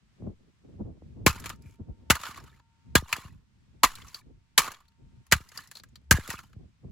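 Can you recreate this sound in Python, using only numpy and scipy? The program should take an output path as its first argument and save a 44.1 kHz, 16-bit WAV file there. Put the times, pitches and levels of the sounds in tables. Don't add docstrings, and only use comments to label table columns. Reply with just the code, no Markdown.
import sys
import numpy as np
from scipy import signal
from scipy.fft import rfft, irfft, next_fast_len
from scipy.io import wavfile

SR = 44100
rng = np.random.default_rng(int(sys.argv[2]) if len(sys.argv) > 2 else 0)


def wav_record(signal):
    frames = np.transpose(np.atleast_2d(signal))
    bounded = np.clip(frames, -1, 1)
    quanta = np.round(bounded * 32767).astype(np.int16)
    wavfile.write(sys.argv[1], SR, quanta)


N = 305126
HZ = np.fft.rfftfreq(next_fast_len(N + 8192, True), 1 / SR)
SIZE = 2 * len(HZ) - 2


def gain_of(db):
    return 10 ** (np.asarray(db) / 20)


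def evened(x):
    return x / np.sqrt(np.mean(x ** 2) + 1e-20)


def read(points, hz):
    f, value = np.transpose(points)
    return np.interp(np.log(hz + 1), np.log(f + 1), value)


def add(mix, s, sound):
    part = mix[:, round(s * SR):][:, :sound.shape[-1]]
    part += sound[..., :part.shape[1]]


def coloured(x, gain):
    unit_gain = gain / np.sqrt(np.mean(abs(gain) ** 2))
    return irfft(rfft(x, SIZE) * unit_gain, SIZE)[..., :N]


def blended(x, same_table, lean, hz):
    same = np.clip(read(same_table, hz), 0, 1)
    right = same * x[0] + np.sqrt(1 - same ** 2) * x[1]
    return np.array([x[0] * lean, right / lean])


def ringing(x, hz, share):
    r = np.exp(-np.pi * share * hz / SR)
    turn = 2 * np.pi * hz / SR
    return signal.lfilter([2 * np.sin(turn) * np.sqrt(1 - r)], [1, -2 * r * np.cos(turn), r * r], x)


# [peak t/s, level/dB, half width to 1/e /s, flutter/dB re level]
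GUSTS = [(.05, -74, .08, -4), (0.258, -39, .045, 0), (.45, -76.5, 0.061, 6), (0.678, -57, .06, 1),
         (0.829, -43, 0.09, -1), (1.061, -47, .045, -9.5), (1.201, -41.5, 0.074, -8.5),
         (1.46, -47, 0.14, -9), (1.68, -56, 0.068, -12.5), (1.81, -44.5, 0.02, -1),
         (1.889, -39.5, 0.025, -4.5), (2.03, -54.5, 0.072, -5), (2.419, -53, .09, -8.5),
         (2.901, -43.5, .05, -19.5), (3.31, -50, .07, -18.5), (3.72, -63.5, 0.22, -10.5),
         (4.011, -51, 0.066, -13.5), (4.29, -51.5, .07, -7), (5.04, -50.5, 0.049, -11.5),
         (5.15, -52, 0.049, -14), (5.58, -60, 0.086, -8.5), (5.911, -58.5, 0.084, -15.5),
         (6.39, -57, .13, -14.5), (6.601, -48.5, .065, -9), (6.87, -42, .045, -8)]
# [f/Hz, relative density/dB]
RUMBLE = [(20, -32.5), (40, -0.5), (70, 4.5), (130, 1.5), (250, -8.5), (400, -42.5), (1200, -120)]
# [f/Hz, relative density/dB]
FLUTTER = [(70, -19), (130, -1), (230, 4), (400, -4), (700, -17), (1200, -30.5), (2000, -60), (4000, -120)]
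# [f/Hz, likeness 0..1]
WIND_SAME = [(40, 0.83), (130, 0.36), (300, 0.069), (640, 0.033)]
# [f/Hz, relative density/dB]
AIR = [(300, -27.5), (600, -4.5), (1000, 0.5), (2400, -1), (5000, -6), (8000, -10.5), (9500, -17),
       (16500, -30)]
AIR_DB = -74.5
CALM_DB, CALM_FLUTTER_DB = -66, -78.5


def wind():
    t = np.arange(N) / SR
    low, high, air = rng.standard_normal((3, 2, N))
    lumps_db = 3.0 * evened(coloured(rng.standard_normal(N), 1 / (1 + (HZ / 25.) ** 4)))
    low = coloured(low, gain_of(read(RUMBLE, HZ)))
    high = coloured(high, gain_of(read(FLUTTER, HZ)))

    force, flutter = gain_of(CALM_DB), gain_of(CALM_FLUTTER_DB)
    for s, db, half_s, flutter_db in GUSTS:
        gust = gain_of(db) * np.exp(-((t - s) / half_s) ** 2)
        force = force + gust
        flutter = flutter + gust * gain_of(flutter_db)
    rumble = (force * low + flutter * gain_of(lumps_db) * high) * gain_of(.5 * lumps_db)
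    rumble = irfft(blended(rfft(rumble, SIZE), WIND_SAME, 1, HZ), SIZE)[:, :N]

    drift_db = 1.3 * evened(coloured(rng.standard_normal(N), 1 / (1 + (HZ / 3.) ** 4)))
    return rumble + gain_of(AIR_DB + drift_db) * coloured(air, gain_of(read(AIR, HZ)))


# [t/s, relative level/dB, relative snap/dB, first piece f/Hz, later piece f/Hz,
# second crack/dB re first, last crack/dB re first, grit level/dB, relative jolt level/dB,
# jolt sharpness/dB, recoil/dB re jolt, hum level/dB]
BLOWS = [(1.263, 0, -14, 2264, 1085, -4.5, -9.5, -21, -14, 6, -6, -69),
         (2.1, -2.5, -14.5, 2797, 1479, 4, -4, -21, -16, 2, -11, -67.5),
         (2.953, 2, -15.5, 1653, 1248, -5, -21, -25.5, -15, 6.5, -8, -82.5),
         (3.833, 1.5, -15.5, 1031, 1182, -1.5, -6, -21.5, -41.5, 12, -20.5, -80.5),
         (4.578, 2, -11.5, 2908, 1184, -4, -12, -21.5, -54.5, 10.5, -23, -74),
         (5.322, 4, -16.5, 1935, 1592, -7, -19, -27.5, -17, -2.5, -5, -89),
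         (6.11, 1, -10.5, 1655, 1679, -8.5, -9, -26.5, -9, -8, -3.5, -96.5)]
# [t/s, relative level/dB, sharp part/dB re dull push]
THUMPS = [(.222, -32.5, -8), (.272, -26, -6.5), (1.021, -42, 0), (1.36, -36.5, -8), (1.392, -38.5, -23.5),
          (1.456, -38.5, -0.5), (1.654, -33.5, -27), (1.802, -32.5, -25), (1.887, -32.5, -11),
          (2.198, -46, -7.5), (2.289, -41, -2), (3.023, -32.5, -5), (3.128, -36, -12.5), (3.181, -43.5, 4),
          (3.248, -33.5, -19), (5.403, -39.5, -8.5), (6.184, -29.5, 1), (6.288, -34, -0.5),
          (6.337, -37.5, -1), (6.562, -32, -23)]
RECOIL_S, RECOIL_SHARP_DB = .027, -32


def pushes():
    rows = list(THUMPS)
    for s, *_, db, sharp_db, recoil_db, _ in BLOWS:
        rows.append((s, db, sharp_db))
        rows.append((s + RECOIL_S, db + recoil_db, RECOIL_SHARP_DB))
    return rows


# [f/Hz, relative level/dB]
THUMP = [(20, -25), (45, -7), (70, 5.5), (150, 1), (400, -4.5), (1000, -10)]


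def thumps():
    out, hz = np.zeros((2, N)), np.fft.rfftfreq(8192, 1 / SR)
    dull = 1 / (1 + (hz / 170.0) ** 4)
    ports = gain_of([[.5], [-.5]]) * np.exp([[-.5j], [.5j]] * (.9 * hz / (hz + 150.0)))
    for s, db, sharp_db in pushes():
        edge = dull + gain_of(sharp_db) * (1 - dull) / (1 + (hz / 663.0) ** 4)
        push = irfft(gain_of(read(THUMP, hz)) * edge * ports)
        push = np.roll(push, 4096, axis=1)
        add(out, s - 4096 / SR, gain_of(db + 42.0) * push)
    return out


# [f/Hz, width/Hz, relative level/dB]
CASING = [(982, 40, -16.5), (1220, 13, -1), (1460, 27, -11.5), (1760, 92, -8.5), (2280, 140, -14.5),
          (2900, 60, -8.5), (4320, 630, -11.5), (6800, 250, -5)]
# [f/Hz, relative level/dB]
SHELL = [(300, -37.5), (600, -23), (900, 5.5), (1600, 5.5), (3000, 2.5), (5000, -3.5), (8000, -30)]
# [f/Hz, relative level/dB]
SNAP = [(3000, -27.5), (5000, -1), (7000, 2.5), (9000, -2), (11000, 0), (14000, -4.5), (16500, -13.5)]
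# [f/Hz, likeness 0..1]
PORTS_SAME = [(100, 0.81), (700, 0.95), (1400, .85), (3100, 0.7), (6800, 0.3), (8000, .8), (16000, 1)]
# [f/Hz, left re right/dB]
PORTS_LEAN = [(400, -1.5), (700, 8.5), (1300, -4.5), (2400, 2.5), (4400, 4.5), (8000, 0), (15000, -1)]
FLIPS_HZ = [8290, 9820, 12420, 13700]


def casing(body, snap, loose):
    modes = sum(gain_of(db) * width * f / (f ** 2 - HZ ** 2 + 1j * width * HZ) * 1j
                for f, width, db in CASING)
    sound = coloured(body, gain_of(read(SHELL, HZ)) + 2.4 * modes)
    sound = sound + coloured(snap, gain_of(read(SNAP, HZ)))
    sound = sound + loose * [[1], [1]]
    ports = blended(rfft(sound, SIZE), PORTS_SAME, gain_of(read(PORTS_LEAN, HZ) / 2), HZ)
    half_turns = sum(1 + np.tanh((HZ - flip_hz) / 280.0) for flip_hz in FLIPS_HZ)
    ports[1] *= np.exp(.5j * np.pi * half_turns)
    return irfft(ports, SIZE)[:, :N]


# [t/s, relative level/dB, relative snap/dB, loose piece f/Hz]
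KNOCKS = [(1.399, -38.5, -1.5, 1296), (1.44, -28, -20, 1170), (1.458, -20.5, -13.5, 2393),
          (1.493, -29, -7, 2930), (1.499, -19.5, -22, 1232), (1.558, -59.5, -5, 5550),
          (1.621, -59, 0, 5000), (1.708, -62, -3, 6460), (1.721, -57, -14, 3000), (1.755, -58, -12.5, 3000),
          (2.153, -18, -15.5, 1218), (2.213, -30, -11, 1237), (2.234, -20, -24, 1247),
          (2.253, -25, -35.5, 1280), (2.265, -25.5, -20.5, 1280), (2.311, -34, -16, 1126),
          (2.344, -32, -24, 2000), (2.373, -32, -16, 1130), (2.439, -45, -8.5, 1200),
          (2.597, -47, -36, 967), (2.979, -23, -8.5, 3596), (3.127, -6.5, -19, 2584),
          (3.164, -26, -13, 981), (3.258, -39, -33, 1186), (3.953, -35.5, -6, 4032),
          (4.018, -33, -38, 3300), (4.082, -40.5, -22, 6070), (4.144, -28.5, -13, 4590),
          (4.643, -25.5, -16.5, 1180), (4.717, -31, -9, 990), (4.737, -35, -27, 1228),
          (4.744, -33.5, -23.5, 3400), (4.767, -42.5, -21, 1064), (4.803, -52, -12, 934),
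          (4.853, -55, -23, 3470), (4.881, -56.5, -11, 4360), (4.918, -58.5, -25, 3200),
          (5.266, -47.5, -11.5, 1033), (5.314, -16, -12.5, 2099), (5.364, -31, -12.5, 1346),
          (5.488, -45, -4.5, 4960), (5.517, -36.5, -16, 1687), (5.574, -28.5, -9, 4800),
          (5.673, -49, -3, 5400), (5.713, -30.5, -12, 1700), (5.753, -36, -13, 4260),
          (5.77, -38, -10, 4320), (5.797, -42, -20, 4400), (5.835, -36.5, -14, 1620),
          (5.887, -59, -14, 7000), (5.956, -39, -13, 4320), (6.276, -28.5, -11, 1117),
          (6.302, -18, -12, 1861), (6.389, -29, -19, 1375), (6.53, -44.5, -23, 1380)]
SECOND_S, LAST_S = .005, .013
RING_DB, SHARD_RING_DB, SHARD_HZ = -2.6, 6, 4022


def cracks():
    rows = []
    for s, db, snap_db, hz1, hz2, second_db, last_db, *_ in BLOWS:
        rows.append((s, db, snap_db, hz1))
        rows.append((s + SECOND_S, db + second_db, snap_db, hz2))
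        rows.append((s + LAST_S, db + last_db, snap_db, hz2))
    return [(*row, SHARD_RING_DB if row[-1] > SHARD_HZ else RING_DB) for row in rows + list(KNOCKS)]


def knocks():
    body, snap, loose = np.zeros((3, 2, N))
    t = np.arange(6000) / SR
    rise = 1 - np.exp(-t / .0008)
    decay = gain_of(-2200. * t) + gain_of(-12.0 - 970.0 * t)
    for s, db, snap_db, ring_hz, ring_db in cracks():
        noise = rng.standard_normal((4, 2, len(t)))
        uneven = gain_of(db - 10.0 + 2.8 * noise[3, 0])
        shape = uneven * rise * decay
        add(body, s, shape * noise[0] / np.sqrt(1 + gain_of(2 * ring_db)))
        add(snap, s, gain_of(snap_db + 10.5) * shape * noise[1])
        add(loose, s, gain_of(ring_db) * ringing(shape * noise[2], ring_hz, share=.1))
    return casing(body, snap, loose)


SWELL_DB_S, STOP_S = 251, 0.0067


def rattle(t, s, db, fade_db_s, length_s):
    blow_s = max(row[0] for row in BLOWS if row[0] < s)
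    gate = np.clip((t - blow_s) / STOP_S, 0, 1) * np.clip((s + length_s - t) / STOP_S, 0, 1)
    drop_db = np.where(t < s, SWELL_DB_S * (s - t), fade_db_s * (t - s))
    return gate * gain_of(db - drop_db)


# [peak t/s, relative level/dB, fade/(dB/s),
# length after peak/s, relative treble/dB, panel f/Hz, relative panel level/dB]
RATTLES = [(1.297, -39, 118.5, 0.11, -7.5, 1416, -9), (1.469, -39.5, 288, .09, -11, 1283, -11),
           (1.664, -69.5, 10, 0.089, -3, 2380, -4.5), (2.16, -40, 222, .05, -9.5, 1125, -7),
           (2.251, -38.5, 161.5, 0.08, -7.5, 1215, -9), (2.37, -46.5, 350, 0.082, -11.5, 1156, -6.5),
           (2.455, -59, 57, 0.15, -10, 1290, -8), (3.0, -57, 38, 0.098, -5, 1052, -7.5),
           (3.15, -38.5, 171.5, 0.66, -8, 1067, -8), (3.882, -47, 54, 0.32, -7, 1100, -12),
           (4.174, -61, 65, 0.046, 2, 4500, -0.5), (4.614, -35.5, 156.5, 0.06, -6, 1147, -7.5),
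           (4.678, -40.5, 220.5, .2, -10, 1170, -3), (5.371, -47.5, 169.5, 0.14, -7, 1660, -13),
           (5.588, -45, 235, .11, -5.5, 1820, -12), (5.769, -59, 72, 0.037, 2, 4280, 2),
           (6.149, -40.5, 185.5, .1, -5.5, 1660, -2.5), (6.318, -34.5, 271, .1, -7, 1412, -8),
           (6.44, -57.5, 290, 0.097, -5, 1391, -7)]
BURST_S, BURST_FADE_DB_S, BURST_TREBLE_DB, BURST_PANEL_DB = 0.015, 801, -7, -11


def rattles():
    t, level, treble, loose = np.arange(N) / SR, np.zeros(N), np.zeros(N), np.zeros(N)
    hits = gain_of(np.minimum(rng.exponential(1, N), 4)) * (rng.random(N) < 150. / SR)
    clumps = evened(.8 + signal.lfilter([1], [1, -np.exp(-1 / (.006 * SR))], hits))
    body, snap, panel = rng.standard_normal((3, 2, N)) * clumps

    bursts = [(s + BURST_S, grit_db, BURST_FADE_DB_S, .1, BURST_TREBLE_DB, hz2, BURST_PANEL_DB)
              for s, _, _, _, hz2, _, _, grit_db, *_ in BLOWS]
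    for s, db, fade_db_s, length_s, treble_db, ring_hz, ring_db in bursts + list(RATTLES):
        inside = rattle(t, s, db, fade_db_s, length_s)
        level += inside
        treble += inside * gain_of(treble_db)
        loose += gain_of(ring_db) * ringing(panel[0] * clumps * inside, ring_hz, share=.06)

    tap_t = t[:2500]
    tap_shape = gain_of(-60 * tap_t / 0.036) * (1 - np.exp(-tap_t / 0.00031))
    for hz in np.geomspace(900., 7500., num=24):
        strikes = gain_of(3. * np.minimum(rng.exponential(1, N), 4)) * (rng.random(N) < 14. / SR)
        weight = level * gain_of(read(SHELL, hz)) + .5 * treble * gain_of(read(SNAP, hz))
        ring = tap_shape * np.sin(2 * np.pi * hz * rng.uniform(1.0, 1.04) * tap_t)
        loose += gain_of(-9.) * signal.oaconvolve(strikes * weight, ring)[:N]
    return casing(gain_of(-4.5) * body * level, snap * treble, loose)


# [f/Hz, relative level/dB]
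HUM_MODES = [(915.2, 0), (1373, -10)]
HUM_T60_S = 7.1


def hum():
    out, t = np.zeros((2, N)), np.arange(SR) / SR
    modes = sum(gain_of(level_db) * np.sin(2 * np.pi * hz * t) for hz, level_db in HUM_MODES)
    for s, *_, db in BLOWS:
        add(out, s, gain_of(db - 60 * t / HUM_T60_S) * modes * signal.windows.tukey(SR, .2))
    return out


def scene():
    return wind() + thumps() + knocks() + rattles() + hum()


EDGE_HZ = 16600


def record(dry):
    turns = 1.5
    lag = np.exp(2j * np.pi * turns * np.log(1 + 1200.0 / (HZ + 7.9)))
    smeared = irfft(rfft(dry, SIZE) * lag, SIZE)[:, :N]
    wet = 1.5 * np.tanh(smeared / 1.8)
    band = signal.firwin(511, EDGE_HZ, window=("kaiser", 9), fs=SR)
    return signal.oaconvolve(wet, band[None], "same")


dry = scene()
out = record(dry)
wav_record(out)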